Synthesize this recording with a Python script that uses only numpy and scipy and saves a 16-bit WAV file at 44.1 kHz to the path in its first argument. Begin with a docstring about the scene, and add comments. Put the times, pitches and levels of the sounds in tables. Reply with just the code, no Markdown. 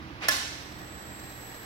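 """Engine stand starting up

A motorised stand starts to turn a large engine block in a steel workshop hall. The motor's brake
scrapes and snaps open with a ringing clunk that echoes off the walls. The inverter ramps the motor
up, its switching whine fanning out into sidebands while the gearbox whirs over the hum of the hall."""
import sys
import numpy as np
from scipy import signal
from scipy.fft import rfft, irfft, next_fast_len
from scipy.io import wavfile
from scipy.ndimage import map_coordinates

SR = 44100
rng = np.random.default_rng(int(sys.argv[2]) if len(sys.argv) > 2 else 0)


def digitize_waveform(pressure):
    """Quantize a signal to 16-bit integers and store it at the path in sys.argv[1].

    Rows of a 2-D input are taken as channels; values are limited to [-1, 1].
    """
    field = np.atleast_2d(pressure).T
    bounded = np.clip(field, -1, 1)
    quanta = np.round(bounded * 32767).astype(np.int16)
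    wavfile.write(sys.argv[1], SR, quanta)


N = 72765
TIME = np.arange(N) / SR
START_S, RAMP_HZ_PER_S, FULL_HZ, SWITCH_HZ = .21, 47, 59.5, 4000  # the inverter's settings

# Panning of the frame's rumble and the hall's echo. Each row: frequency in Hz, left minus right in dB.
ROOM_PAN = [(60, -6.5), (700, -4), (1300, -6), (2400, 0), (4000, -0.5), (5400, -9), (7000, -5.5), (9000, 2),
            (15000, -7)]


def clunk():
    """The brake plate's quick hits and a faint reflection; returns the crack and the housing's ring."""
    # The plate's hits, then a faint early reflection of them.
    # Each row: start in seconds, relative level in dB.
    onsets = [(0.2838, -19.5), (0.2857, -16), (0.291, -28.5), (0.2925, -28.5), (0.3131, -33),
              (0.3234, -37.5)]
    # The steel housing's modes. Each row: frequency in Hz, relative level in dB, seconds to fall 60 dB.
    modes = [(555, -15, .06), (609, -10, .12), (1066, -9.5, .13), (1330, -8.5, .09), (1417, -11, .09),
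             (1722, 3.5, .11), (1778, -11, .08), (1935, -2, .04), (2200, -17, .1), (2680, -13, .07),
             (4020, -18, .07), (5031, -5.5, .08), (5130, -6.5, .07), (5610, -4.5, .08)]
    # Tone of the crack. Each row: frequency in Hz, relative level in dB.
    crack_eq = [(30, -50), (100, -8), (350, -14.5), (550, -2), (850, -7), (1400, -2), (2600, -5.5),
                (4000, -4.5), (4700, -4), (5300, -1.5), (6200, -5), (7500, -8.5), (13000, -8.5),
                (16000, -12.5)]

    def struck(t60_s, attack_s):
        power = 0
        for start, db in onsets:
            age = np.maximum(TIME - start, 0)
            power += (amp(db - 60 * age / t60_s) * (1 - np.exp(-age / attack_s))) ** 2
        return np.sqrt(power)

    ring = 0
    for hz, db, t60_s in modes:
        phase = 2 * np.pi * (hz * TIME + rng.random()) + .4 * wobble(91.4)  # jitter blurs the pitch
        ring += amp(db) * struck(t60_s, attack_s=.00036) * np.sin(phase)
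    crack = struck(t60_s=.033, attack_s=.00016) * noise(crack_eq)
    return amp(.55) * crack, amp(-6.5) * ring


def scrape():
    """The brake plate slides unevenly as its magnet pulls, and hums briefly on its own note."""
    # Swell of the slide before the snap. Each row: time in seconds, level in dB.
    swell = [(.203, -60), (.21, -45), (.218, -45), (.221, -37.5), (.235, -32.5), (.25, -32.5), (.265, -38),
             (.283, -43), (.3, -66.5)]
    # Tone of the rubbing. Each row: frequency in Hz, relative level in dB.
    rub_eq = [(40, -60), (200, -43), (370, -21), (450, 3.5), (560, -0.5), (900, -1), (1300, -0.5),
              (2400, 4), (3300, -3), (5000, -7.5), (7500, -19), (15000, -35)]
    return amp(curve(swell)) * (noise(rub_eq) + amp(-12) * narrow(455.4, width_hz=40))


def inverter_whine():
    """Sidebands spread from multiples of the switching rate as the drive frequency climbs."""
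    # The four speed marks, as shares of full speed.
    marks = [.2, .58, .85, 1]
    # Hiss around the tones. Each row: multiple of the switching rate, width in Hz, dB at each mark.
    skirts = [(2, 800, -76, -63.5, -61.5, -61.5), (3, 1000, -76, -68.5, -64.5, -63)]
    # The tones. Each row: multiple of the switching rate, offset in drive frequencies, dB at each mark.
    sidebands = [(1, .5, -79, -73, -65, -71), (1, -1.5, -85, -78, -71, -76), (2, -8, -77, -57, -56.5, -65),
                 (2, -1, -80, -65, -60, -58), (2, 0, -75, -67, -63, -64), (2, 1, -78, -72, -69, -71),
                 (2, 8, -82, -66, -59.5, -67), (2, 7, -90, -81, -73, -72), (3, -6.5, -90, -73, -68, -69),
                 (3, -4.5, -92, -84, -77, -75), (3, -2.5, -88, -75, -71, -72),
                 (3, -1.5, -80, -73, -68, -66), (3, .5, -81, -78, -73, -75), (3, 1.5, -88, -79, -67, -66),
                 (3, 2.5, -92, -82, -68, -65), (3, 7.5, -92, -82, -73, -74), (3, 9.5, -92, -80, -69, -71),
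                 (4, -5, -100, -70, -76, -78)]
    # Panning of the whine. Each row: frequency in Hz, left minus right in dB.
    pan = [(4000, 2), (8000, 2), (12000, -5), (15700, -22)]
    flutter_db, blur = 2, .25
    speed = motor_speed()
    drive_cycles = np.cumsum(speed * FULL_HZ) / SR
    whine = np.zeros((2, N))
    for multiple, width_hz, *levels_db in skirts:
        for ear in whine:
            ear += amp(np.interp(speed, marks, levels_db)) * narrow(multiple * SWITCH_HZ, width_hz)
    for multiple, offset, *levels_db in sidebands:
        phase = 2 * np.pi * (multiple * SWITCH_HZ * TIME + offset * drive_cycles + rng.random())
        level_db = np.interp(speed, marks, levels_db)
        for ear in whine:
            tone = np.sin(phase + wobble(4)) + blur * wobble(70) * np.cos(phase)
            ear += np.sqrt(2) * amp(level_db + flutter_db * wobble(9.52)) * tone
    fade_in = np.minimum(speed * 10, 1)
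    return panned(whine * fade_in, pan)


def gearbox():
    """The gears whir louder with speed and make their case sing."""
    # Tone of the whir. Each row: frequency in Hz, relative level in dB.
    whir_eq = [(100, -1), (400, 3.5), (780, -1.5), (1100, -22), (1700, 2.5), (2600, -22), (4100, -9),
               (6000, -14), (7000, -19), (9500, -25), (13300, -13), (15700, -25)]
    # The case's resonances. Each row: frequency in Hz, width in Hz, level at full speed in dB.
    resonances = [(765, 45, -60.5), (1900, 65, -59)]
    # Panning of the gearbox. Each row: frequency in Hz, left minus right in dB.
    pan = [(400, -3.5), (1200, -3.5), (2500, -2), (4500, 5), (6000, -15), (8000, 2), (12000, -3)]
    full_db, growth_db, rough_db = -49.5, 4, 2
    speed = motor_speed()
    level_db = full_db + growth_db * (speed - 1) + rough_db * wobble(120)
    fade_in = np.minimum(speed * 10, 1)
    whir = amp(level_db) * noise(whir_eq) * fade_in
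    case = [sum(amp(db) * narrow(hz, width) for hz, width, db in resonances) for ear in range(2)]
    return panned(whir + np.sqrt(speed) * case, pan)


def motor_speed():
    """Share of full motor speed: a straight ramp, then steady."""
    return np.clip((TIME - START_S) * RAMP_HZ_PER_S / FULL_HZ, 0, 1)


def frame_rumble():
    """The frame rumbles while it accelerates the load, then eases off."""
    # Envelope of the rumble. Each row: time in seconds, level in dB.
    envelope = [(.2, -46.5), (.45, -50.5), (.7, -49.5), (.95, -49.5), (1.25, -49), (1.42, -58.5),
                (1.65, -61)]
    # Tone of the rumble. Each row: frequency in Hz, relative level in dB.
    rumble_eq = [(25, -36), (45, -10), (62, -8), (78, 7), (98, -4.5), (130, -1.5), (200, -1), (265, -7),
                 (312, 5), (385, -13.5), (800, -44)]
    return panned(amp(curve(envelope)) * noise(rumble_eq), ROOM_PAN)


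def early_reflections(x, gain_db=-12, delay_s=.007, t60_s=.066):
    """The engine block and the floor scatter a short burst of reflections."""
    # Tone of the scatter. Each row: frequency in Hz, relative level in dB.
    scatter_eq = [(300, -10), (1500, -4), (2800, 10), (5400, -3), (7000, -3), (14000, -3)]
    burst = noise(scatter_eq) * amp(-60 * TIME / t60_s)
    wet = signal.fftconvolve(x, burst / np.linalg.norm(burst[0]), axes=1)[:, :N]
    return filtered(wet, lambda hz: amp(gain_db) * np.exp(-2j * np.pi * hz * delay_s))


def hall_echo(x, gain_db=.5, delay_s=.022):
    """The far walls answer after a gap; each frequency dies at its own speed."""
    # The hall's decay. Each row: frequency in Hz, seconds to fall 60 dB.
    decay = [(300, 0.75), (1000, 0.58), (2300, 0.97), (5000, 1), (8000, 0.83), (14000, 0.43)]
    # Tone of the echo. Each row: frequency in Hz, gain in dB.
    echo_eq = [(300, -2), (600, -7), (800, 1), (1050, 3.5), (1400, 2), (1720, 1.5), (2300, 2.5), (4000, 2),
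               (5400, -1), (8000, -1), (14000, -7)]
    bands, age, white = signal.stft(noise([(20, 0), (20000, 0)]), SR, nperseg=256)
    tail = signal.istft(white * amp(-60 * age / along(decay, bands)[:, None]), SR, nperseg=256)[1]
    wet = signal.fftconvolve(x, tail / np.linalg.norm(tail[0]), axes=1)[:, :N]
    wet = filtered(wet, lambda hz: amp(gain_db + along(echo_eq, hz)) * np.exp(-2j * np.pi * hz * delay_s))
    return panned(wet, ROOM_PAN)


def room_tone():
    """Ventilation noise with slightly unsteady mains and fan tones."""
    # Mains and fan hum. Each row: frequency in Hz, level in dB.
    tones = [(59.3, -57.5), (120.5, -57), (292, -64.5), (1885, -71)]
    # Tone of the ventilation. Each row: frequency in Hz, relative level in dB.
    air_eq = [(15, -61), (25, -38), (48, -6.5), (91, -9), (135, -9), (260, -8.5), (297, -11), (469, -13),
              (614, -11), (848, -9.5), (2120, -12), (3170, -17.5), (5500, -24.5), (7900, -44), (15500, -42)]
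    # Panning of air and hum. Each row: frequency in Hz, left minus right in dB.
    pan = [(60, -4.5), (400, -2), (1200, -9), (2500, -1.5), (8000, -5)]
    hum = 0
    for hz, db in tones:
        level = np.sqrt(2) * amp(db + .5 * wobble(7.3))
        hum += level * np.sin(2 * np.pi * hz * TIME + .38 * wobble(9.04))
    return panned(amp(-47) * noise(air_eq) + hum, pan)


def noise(eq):
    """Stereo noise of rms 1 shaped by an EQ curve, centred in the bass and wide in the treble."""
    # Stereo likeness. Each row: frequency in Hz, correlation of left and right.
    likeness = [(60, 0.88), (250, 0.92), (500, 1), (1000, 0.84), (2000, 0.21), (8000, 0.085)]

    def mid_side_gains(hz):
        angle = np.arccos(along(likeness, hz)) / 2
        return amp(along(eq, hz)) * [np.cos(angle), np.sin(angle)]

    mid, side = filtered(rng.standard_normal((2, N)), mid_side_gains)
    return unit(np.array([mid + side, mid - side]))


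def narrow(hz, width_hz):
    """Noise of rms 1 in a narrow band."""
    phase = 2 * np.pi * hz * TIME
    return unit(wobble(width_hz) * np.cos(phase) + wobble(width_hz) * np.sin(phase))


def wobble(rate):
    """A smooth random curve, rate knots a second."""
    return map_coordinates(rng.standard_normal(N // 20), [TIME * rate], mode='wrap')


def panned(x, pan):
    """Place each frequency between left and right."""
    return filtered(x, lambda hz: amp(np.outer([1, -1], along(pan, hz)) / 2))


def lagged(x, lag_s):
    """The sound reaches the right ear lag_s after the left."""
    return filtered(x, lambda hz: np.exp(1j * np.pi * np.outer([1, -1], hz) * lag_s))


def filtered(x, response):
    """Apply a frequency response, given as a function of Hz."""
    size = next_fast_len(N + SR // 2)
    return irfft(rfft(x, size) * response(np.fft.rfftfreq(size, 1 / SR)), size)[..., :N]


def along(rows, hz):
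    """Read (Hz, value) rows on a log frequency axis."""
    freqs, values = np.transpose(rows)
    return np.interp(np.log(hz + 1), np.log(freqs + 1), values)


def curve(rows):
    """One value per sample from (seconds, value) rows."""
    return np.interp(TIME, *np.transpose(rows))


def amp(db):
    """Decibels to amplitude."""
    return 10 ** (np.asarray(db) / 20)


def unit(x):
    """Scale to rms 1."""
    return x / np.sqrt(np.mean(x ** 2) + 1e-20)


def scene():
    """The brake and its echo, the running drive and the hall's own noise."""
    # Panning of the close brake sound. Each row: frequency in Hz, left minus right in dB.
    brake_pan = [(600, -3), (1000, -7), (1400, -6.5), (1720, -7.5), (2400, -3), (4000, 0), (5300, -9),
                 (6500, -5), (9000, 0), (14000, -7)]
    crack, ring = clunk()
    slide = scrape()
    brake = panned(crack + ring + slide + early_reflections(crack + ring), brake_pan)
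    echo = hall_echo(crack + amp(-13) * ring + amp(-4.5) * slide)
    bed = echo + gearbox() + frame_rumble() + room_tone()
    return lagged(brake, lag_s=.00021) + lagged(bed, lag_s=.000293) + inverter_whine()


def record(dry):
    """A steep high cut takes off the very top."""
    cutoff_hz, transition_hz = 15950, 300
    return filtered(dry, lambda hz: np.clip((cutoff_hz - hz) / transition_hz + .5, 0, 1))


dry = scene()
out = record(dry)
digitize_waveform(out)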